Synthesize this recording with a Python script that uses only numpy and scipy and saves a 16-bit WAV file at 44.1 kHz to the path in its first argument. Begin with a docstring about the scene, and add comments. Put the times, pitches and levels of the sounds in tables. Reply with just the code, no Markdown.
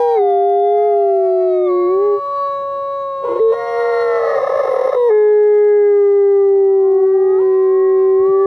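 """Wolf duet in a wood

Two wolves howl almost dead centre of a microphone pair, their vocal folds ringing through throat and
mouth. The lower sings, pauses, returns cracked and rasping, then holds a long pure note; the higher
slides down, trails off and rises again. Behind them: a low hush and a faint echo off the trunks, with
two soft thuds on the ground near the end. A phone's limiter holds down the loudest peaks."""
import sys
import numpy as np
from scipy import signal
from scipy.fft import rfft, irfft, next_fast_len
from scipy.io import wavfile
from scipy.ndimage import uniform_filter1d

SR = 44100
rng = np.random.default_rng(int(sys.argv[2]) if len(sys.argv) > 2 else 0)


def pcm_store(signal):
    """Save signal as 16-bit PCM."""
    levels = np.round(np.clip(np.atleast_2d(signal), -1, 1) * 32767)
    wavfile.write(sys.argv[1], SR, levels.astype(np.int16).T)


N = 373086
TIME = np.arange(N) / SR

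# the course of each howl, brighter as the mouth opens: time_s, pitch_hz, level_db, brightness_db
LOW_FIRST = [(0, 483.7, -13, 7.5), (.145, 465.7, -14, 1.5), (.2, 405, -10, -1.5), (.35, 396, -12.5, 2),
             (.56, 400.9, -12.5, 0.5), (.86, 419.5, -12, 0.5), (1.28, 375, -15, -2.5),
             (1.86, 354.6, -14, -0.5), (2.06, 413.2, -13, -4), (2.2, 400.6, -13.5, -7)]
LOW_CRACKED = [(3.27, 338, -28.5, 1.5), (3.39, 360.9, -24.5, 5), (3.405, 446, -7.5, -10.5),
               (3.515, 452, -10, -10), (3.545, 465.3, -22, 4), (3.66, 467, -25.5, 10.5),
               (3.8, 471.2, -16.5, 2.5), (4.14, 470.3, -15.5, 0.5), (4.4, 451, -21.5, 6)]
LOW_LONG = [(4.955, 498, -14.5, 1.5), (5.085, 473, -10.5, 3.5), (5.108, 424.6, -8, -0.5),
            (5.22, 422.1, -9.5, 0), (5.75, 414.7, -10, 0.5), (6.05, 403.7, -10.5, 4.5),
            (6.35, 397.9, -10.5, -0.5), (6.87, 385.6, -11.5, -5), (7.5, 379, -12, 1.5),
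            (8.16, 381.6, -11, 1), (8.46, 391.7, -12, -5)]
HIGH_FALLING = [(0, 805, -19.5, 6), (.16, 781, -19.5, 0), (.23, 726, -16.5, -8.5),
                (.33, 704.7, -13.5, -8.5), (.65, 705, -15, -10.5), (1.1, 684.2, -17, -6),
                (1.46, 656, -19, -3.5), (1.65, 607, -22, -6.5), (1.71, 556, -27.5, 4),
                (2.1, 565.8, -31.5, 7), (2.43, 561, -24.5, 8), (2.6, 556.4, -24.5, 1.5),
                (2.96, 555.5, -23.5, 0), (3.16, 547, -25.5, 1.5), (3.75, 544.9, -29.5, 0.5),
                (4.95, 535, -29.5, 1), (5.26, 521, -41.5, 3.5), (5.42, 469, -44, 1)]
HIGH_RISING = [(6.1, 285, -57.5, 1), (6.4, 334.8, -57, 0), (6.56, 305.8, -41.5, -5.5),
               (6.78, 338.5, -46, 1), (7, 370.4, -22, -13.5), (7.38, 420, -32, -1.5),
               (7.415, 508.4, -40, 7.5), (7.6, 519, -42, 14), (7.81, 544, -39.5, 9.5), (8.15, 522, -43, 15),
               (8.29, 574.6, -39.5, 10), (8.46, 578.7, -39, 12.5)]
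# throat and mouth resonances for each howl and for the second tone: frequency_hz, gain_db
LOW_FIRST_THROAT = [(1080, -8), (1250, -8), (1450, -22.5), (1650, -17), (1900, -15.5), (2150, -3.5),
                    (2400, -26.5), (2900, -41.5), (3300, -32), (3800, -44), (4200, -44), (4700, -35),
                    (5400, -47.5), (6200, -42), (7500, -54.5), (11000, -55.5)]
LOW_CRACKED_THROAT = [(1300.0, -1), (1420.0, 3.5), (1600.0, -33.5), (1870.0, 5), (2100.0, 3.5),
                      (2350.0, -29), (2800.0, -22.5), (3700.0, -20.5), (4300.0, -16), (4900.0, -48),
                      (5600.0, -23.5), (7000.0, -50.5), (9500.0, -36.5), (11000.0, -42.5)]
LOW_LONG_THROAT = [(1130.0, -4), (1280.0, -9), (1500.0, -40.5), (1680.0, 4), (1900.0, -5.5), (2120.0, -5),
                   (2400.0, -34.5), (3000.0, -36), (3900.0, -34.5), (4800.0, -44), (5700.0, -40.5),
                   (7500.0, -54), (11000.0, -55)]
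HIGH_FALLING_THROAT = [(1500, 3.5), (1900, -7), (2200, -9), (2750, -12), (3000, -22), (3190, -7),
                       (3380, -22), (3530, 5), (3950, -6), (4200, -25.5), (4480, -11.5), (5000, -31.5),
                       (6700, -28), (11500, -43.5)]
HIGH_RISING_THROAT = [(900.0, 1.5), (1250.0, -0.5), (1550.0, -19), (1750.0, -19.5), (2100.0, -30.5),
                      (2700.0, -36), (3300.0, -35.5), (4000.0, -30.5), (4700.0, -36), (5500.0, -47.5),
                      (6600.0, -47.5), (8000.0, -56.5), (11000.0, -56)]
SECOND_TONE_THROAT = [(300, -35), (650, 7.5), (930, 3.5), (1160, -3.5), (1360, 4), (1590, -28), (1820, 5.5),
                      (2090, -8), (2380, -26.5), (2750, -27.5), (3200, -30), (3800, -41), (4300, -18.5),
                      (4900, -40.5), (5650, -26.5), (6200, -41.5), (7500, -48.5), (11500, -51)]
# the mouth resonance that lifts the octave as it slides past: centre_hz, width_hz, lift_db
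LOW_MOUTH = (960, 91, 11)
HIGH_FALLING_MOUTH = (1115, 170, 27)
HIGH_RISING_MOUTH = (1160, 99, 9.4)
# a voice breaks into chaos: start_s, end_s, attack_s, release_s, first_hz, last_hz, chest_db, rasp_db,
# burst_rate_hz, final_depth_db, wolf, rasp_kind
VOICE_BREAKS = [(0, 0.185, 0.0078, 0.035, 478, 476, -57.5, -42.5, 43, -1, "low", "onset"),
                (0.075, 0.217, 0.074, .04, 480, 419.5, -39, -40, 37, -2.5, "low", "onset"),
                (3.21, 3.418, 0.037, .04, 485, 479.8, -20, -30, 29.2, 6.5, "low", "onset"),
                (3.498, 3.564, 0.032, 0.028, 510, 553, -20.5, -26.5, 40, 1, "low", "onset"),
                (3.62, 4.3, .22, .1, 475, 500, -56, -43, 44, 1, "low", "long"),
                (4.019, 4.995, .3, .05, 575, 511, -18, -23.5, 43.6, 13, "low", "long"),
                (5.058, 5.14, .038, 0.033, 490, 429.8, -27.5, -29.5, 44, 3, "low", "long"),
                (7.376, 7.474, .03, .055, 450, 521.5, -40, -37.5, 40, 4, "high", "onset")]
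# the two kinds of rasp in the throat: frequency_hz, gain_db
ONSET_RASP = [(600, -30), (720, -1.5), (890, 0), (1100, 5), (1250, -13.5), (1420, -9.5), (1650, -29.5),
              (1950, -22), (2300, -25), (3100, -27.5), (4400, -40), (6300, -45.5), (9000, -47),
              (12000, -53)]
LONG_RASP = [(620, -23), (740, 13.5), (920, -7.5), (1100, -9), (1280, 5.5), (1420, -20.5), (1540, -39),
             (1740, -6.5), (1900, -17), (2100, -16.5), (2450, -43), (2750, -31.5), (3150, -42.5),
             (3750, -30.5), (4600, -42.5), (5600, -33), (7000, -54.5), (11500, -50.5), (13000, -79.5)]
# the part of a voice that differs between the two microphones: frequency_hz, gain_db
MIC_SPREAD = [(400, -32.5), (600, -19.5), (1100, -17.5), (2000, -17.5), (5000, -10)]
# background air in the wood: frequency_hz, gain_db
AIR_SPECTRUM = [(25, -27.5), (55, -19.5), (78, -13), (115, -5), (160, -10), (240, -13), (450, -5.5),
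                (750, -11), (1300, -19.5), (2000, -26.5), (4000, -32.5), (9000, -38.5), (15000, -53)]
# the low background hush, set lower under the loud howls and higher between them: time_s, level_db
HUSH_LEVEL = [(0, -48), (1.2, -51.5), (3, -47), (4.4, -46), (5.8, -54), (8.46, -48)]
# soft thuds on the ground: start_s, level_db
THUDS = [(8.195, -38), (8.28, -35)]


def undb(db):
    """Decibels to gain."""
    return 10 ** (np.asarray(db) / 20)


def curves(table):
    """The columns after time_s, at every sample."""
    time_s, *columns = np.transpose(table)
    return [np.interp(TIME, time_s, column) for column in columns]


def response(spectrum, hz):
    """Gain of a spectrum at the given frequencies."""
    frequency_hz, gain_db = np.transpose(spectrum)
    return undb(np.interp(np.log(hz + 1), np.log(frequency_hz), gain_db))


def colour(x, spectrum):
    """Filter by a spectrum and scale to rms 1."""
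    size = next_fast_len(N)
    gain = response(spectrum, np.fft.rfftfreq(size, 1 / SR))
    shaped = irfft(rfft(x, size) * gain, size)[:N]
    return shaped / shaped.std()


def walk(rate_hz):
    """Smooth random drift of spread 1."""
    hold = max(int(SR / rate_hz), 2)
    steps = rng.standard_normal(N)[np.arange(N) // hold]
    drift = uniform_filter1d(uniform_filter1d(steps, hold), hold // 2)
    return drift / drift.std()


def waver(t, depth_db=3, rate_hz=7):
    """A random gain with which one overtone swells and fades on its own."""
    knots = rng.standard_normal(128)
    return undb(depth_db * np.interp(t * rate_hz, np.arange(len(knots)), knots))


def envelope(start_s, end_s, attack_s, release_s):
    """Linear attack, hold and release."""
    return np.clip(np.minimum((TIME - start_s) / attack_s, (end_s - TIME) / release_s), 0, 1)


def progress(start_s, end_s):
    """Runs from 0 to 1 during an event."""
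    return np.clip((TIME - start_s) / (end_s - start_s), 0, 1)


def trembling_phase(hz, jitter):
    """Phase of an oscillator whose pitch trembles a little."""
    tremble = 0.37 * walk(160) + walk(35)
    return 2 * np.pi * np.cumsum(hz * (1 + jitter * tremble)) / SR


def howl(course, throat, mouth, octave_db, overtones_db, treble_db, strain_db_per_octave,
         octave_share, attack_s, release_s, jitter, flutter_db):
    """Harmonics of the vocal folds slide through the throat's resonances; an open mouth brightens them."""
    gate = envelope(course[0][0], course[-1][0], attack_s, release_s)
    on = gate > 0
    hz, level_db, bright_db = curves(course)
    phase = trembling_phase(hz, jitter)[on]
    t, hz, level_db, bright_db = TIME[on], hz[on], level_db[on], bright_db[on]
    mouth_hz, width_hz, lift_db = mouth
    mouth_db = lift_db * np.exp(-((2 * hz - mouth_hz) / width_hz) ** 2)
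    octave = undb(octave_db + mouth_db + octave_share * bright_db)
    strain_octaves = np.maximum(np.log2(hz / np.median(hz)), 0)
    upper_db = bright_db + flutter_db * walk(25)[on]
    overtones = undb(upper_db + overtones_db)
    treble = undb(upper_db + treble_db + strain_db_per_octave * strain_octaves)
    voice = np.sin(phase) + octave * np.sin(2 * phase)
    for k in range(3, 27):
        treble_share = np.clip((k * hz - 2400) / 600, 0, 1)
        top_fade = np.clip((11800 - k * hz) / 500, 0, 1)
        gain = top_fade * (overtones + treble_share * (treble - overtones))
        voice += gain * response(throat, k * hz) * waver(t) * np.sin(k * phase)
    out = np.zeros(N)
    out[on] = np.sqrt(2) * undb(level_db) * voice
    return out * gate


def low_wolf():
    """The louder voice at the microphones: a first howl, a cracked return, then a long pure note."""
    first = howl(LOW_FIRST, LOW_FIRST_THROAT, LOW_MOUTH,
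                 octave_db=-22.5, overtones_db=-29.5, treble_db=-28, strain_db_per_octave=48.5,
                 octave_share=0, attack_s=.0024, release_s=.055, jitter=.002, flutter_db=2.5)
    cracked = howl(LOW_CRACKED, LOW_CRACKED_THROAT, LOW_MOUTH,
                   octave_db=-36, overtones_db=-35, treble_db=-25.5, strain_db_per_octave=1.5,
                   octave_share=.53, attack_s=.031, release_s=.03, jitter=.003, flutter_db=2.5)
    held = howl(LOW_LONG, LOW_LONG_THROAT, LOW_MOUTH,
                octave_db=-24.5, overtones_db=-30.5, treble_db=-35, strain_db_per_octave=53,
                octave_share=-.65, attack_s=.013, release_s=.0017, jitter=.00081, flutter_db=.54)
    return first + cracked + held + voice_breaks("low") + second_tone() + whistle()


def high_wolf():
    """The softer voice: a long falling howl, then one that climbs and jumps up a register."""
    falling = howl(HIGH_FALLING, HIGH_FALLING_THROAT, HIGH_FALLING_MOUTH,
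                   octave_db=-28.5, overtones_db=-29.5, treble_db=-30, strain_db_per_octave=-3,
                   octave_share=.95, attack_s=.0025, release_s=.015, jitter=.00067, flutter_db=1)
    rising = howl(HIGH_RISING, HIGH_RISING_THROAT, HIGH_RISING_MOUTH,
                  octave_db=-3.5, overtones_db=-6, treble_db=-13, strain_db_per_octave=-.5,
                  octave_share=.67, attack_s=.05, release_s=.005, jitter=.0035, flutter_db=2)
    return falling + rising + voice_breaks("high")


def voice_break(row, spectrum, scatter, breath_db, low_cut_hz):
    """The folds swing up and collapse in ever deeper bursts; their uneven closings rasp in the throat."""
    start_s, end_s, attack_s, release_s, first_hz, last_hz, chest_db, rasp_db, burst_hz, depth_db = row
    along = progress(start_s, end_s)
    hz = first_hz + (last_hz - first_hz) * along
    burst_cycles = np.cumsum(burst_hz * np.exp(0.37 * walk(50))) / SR
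    swell = np.sin(2 * np.pi * burst_cycles)
    burst_db = depth_db * along * (swell - 0.11 * swell ** 2 + 0.19 * walk(60))
    fold_cycles = np.cumsum(hz * np.exp(scatter * walk(330))) / SR
    chest = np.sqrt(2) * np.sin(2 * np.pi * fold_cycles) * undb(chest_db + burst_db + walk(250))
    chest = signal.sosfilt(signal.butter(6, low_cut_hz, "high", fs=SR, output="sos"), chest)
    closings = np.diff(np.floor(fold_cycles), prepend=0)
    pulses = (closings - closings.mean()) / closings.std()
    breath = undb(breath_db) * rng.standard_normal(N)
    rasp = colour(pulses + breath, [(250, -76.5)] + list(spectrum)) * undb(rasp_db + 0.41 * burst_db)
    return envelope(start_s, end_s, attack_s, release_s) ** 2 * (chest + rasp)


def voice_breaks(wolf):
    """All the rough moments of one wolf."""
    out = np.zeros(N)
    for *row, who, rasp_kind in VOICE_BREAKS:
        if who == wolf and rasp_kind == "long":
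            out += voice_break(row, LONG_RASP, scatter=.07, breath_db=-10, low_cut_hz=400)
        elif who == wolf:
            out += voice_break(row, ONSET_RASP, scatter=.105, breath_db=-9.5, low_cut_hz=330)
    return out


def whistle(hz=11030, width_hz=300, level_db=-64, full_above_hz=478, fall_db_per_hz=.3):
    """Air whistles thinly past the folds at the top of the low wolf's range and dies away below it."""
    fold_hz = curves([*LOW_FIRST, *LOW_CRACKED, *LOW_LONG])[0]
    fall_db = fall_db_per_hz * np.maximum(full_above_hz - fold_hz, 0)
    band = [(hz - 3 * width_hz, -50), (hz - width_hz, -14), (hz, 0),
            (hz + width_hz, -14), (hz + 2 * width_hz, -50)]
    return undb(level_db - fall_db + 2 * walk(50)) * colour(rng.standard_normal(N), band)


def at_microphones(voice, left_db):
    """A voice slightly off centre; its overtones reach the two microphones a little out of step."""
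    size = next_fast_len(N + SR)
    spread = response(MIC_SPREAD, np.fft.rfftfreq(size, 1 / SR))
    side = irfft(1j * rfft(voice, size) * spread, size)[:N]  # a quarter cycle out of phase
    return np.outer(undb([left_db / 2, -left_db / 2]), voice) + np.outer([1, -1], side)


def background_air(side_db=-13.5, hiss_db=-54, split_hz=1500):
    """A faint steady hiss, and a low hush that sinks under the loud howls and comes back between them."""
    mid, side = (colour(rng.standard_normal(N), AIR_SPECTRUM) for _ in range(2))
    air = mid + undb(side_db) * np.outer([1, -1], side)
    hush = signal.sosfiltfilt(signal.butter(2, split_hz, fs=SR, output="sos"), air)
    hush_db = curves(HUSH_LEVEL)[0] + 1.5 * walk(5.6)
    return undb(hush_db) * hush + undb(hiss_db) * (air - hush)


def tree_echo(voices, t60_s=1.7, damp_hz=2200, delay_s=.02):
    """Trunks scatter a thin, dull echo, different at each microphone."""
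    t = TIME[:N // 2]
    tail = rng.standard_normal((2, len(t))) * undb(-60 * t / t60_s) * (t > delay_s)
    tail /= np.sqrt((tail ** 2).sum(axis=1, keepdims=True))
    dull = signal.sosfilt(signal.butter(1, damp_hz, fs=SR, output="sos"), voices)
    return signal.fftconvolve(dull[None], tail, axes=1)[:, :N]


def second_tone(start_s=3.52, end_s=4.43, first_hz=705, sag_hz=95.8,
                gain_db=-32.5, sideband_db=-5.5, jitter=.0015, flutter_db=1.5):
    """A second oscillator in the low wolf's larynx sags ever faster while the folds chop it."""
    hz = first_hz - sag_hz * progress(start_s, end_s) ** 2.6
    gate = envelope(start_s, end_s, attack_s=.12, release_s=.13)
    on = gate > 0
    fold_hz = curves(LOW_CRACKED)[0]
    phase = trembling_phase(hz, jitter)[on]
    fold_phase = trembling_phase(fold_hz, jitter)[on]
    out = np.zeros(N)
    for k in range(1, 17):
        for side in (-1, 0, 1):  # chopping adds a line one fold pitch below and above each harmonic
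            line_hz = k * hz[on] + side * fold_hz[on]
            gain = undb(abs(side) * sideband_db) * response(SECOND_TONE_THROAT, line_hz)
            out[on] += np.sqrt(2) * gain * np.sin(k * phase + side * fold_phase)
    return out * gate * undb(gain_db + flutter_db * walk(30))


def ground_thuds(hz=122, width_hz=70, decay_s=.0075):
    """Dull, soft knocks on the earth, the same at both microphones."""
    knocks = np.zeros(N)
    for start_s, level_db in THUDS:
        age = np.maximum(TIME - start_s, 0) / decay_s
        knocks += undb(level_db) * age * np.exp(1 - age)
    earth = [(40, -25), (hz, 0), (hz + width_hz, -4), (500, -40), (2000, -80)]
    return knocks * colour(rng.standard_normal(N), earth)


def scene():
    """From the microphones' spot: both wolves a touch left of centre, the quiet wood behind them."""
    low, high = low_wolf(), high_wolf()
    echo = undb(-30) * tree_echo(low + high)
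    direct = at_microphones(low, left_db=.33) + at_microphones(high, left_db=1)
    return direct + echo + background_air() + ground_thuds()


def record(dry, knee_db=-6.5, makeup_db=.59, tick_db=-28, tick_chance=.36, top_hz=15800):
    """The phone's soft limiter eases down for peaks and ticks faintly under load; the top is cut."""
    block = 300  # samples
    peaks = np.pad(np.abs(dry).max(axis=0), (0, -N % block)).reshape(-1, block).max(axis=1)
    drive = peaks / undb(knee_db)
    gain = undb(makeup_db) * (1 + drive ** 10) ** (-1 / 10)
    gain = uniform_filter1d(np.repeat(gain, block), size=90)[:N]
    load = np.minimum(drive, 1) ** 2
    ticks = undb(tick_db) * load * rng.uniform(-1.3, 1, len(peaks))
    ticks *= rng.random(len(peaks)) < tick_chance
    tick_shape = np.linspace(1, 0, block) ** 30
    gain *= 1 + np.outer(ticks, tick_shape).ravel()[:N]
    return signal.sosfilt(signal.ellip(8, .2, 70, top_hz, fs=SR, output="sos"), dry * gain)


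dry = scene()
out = record(dry)
pcm_store(out)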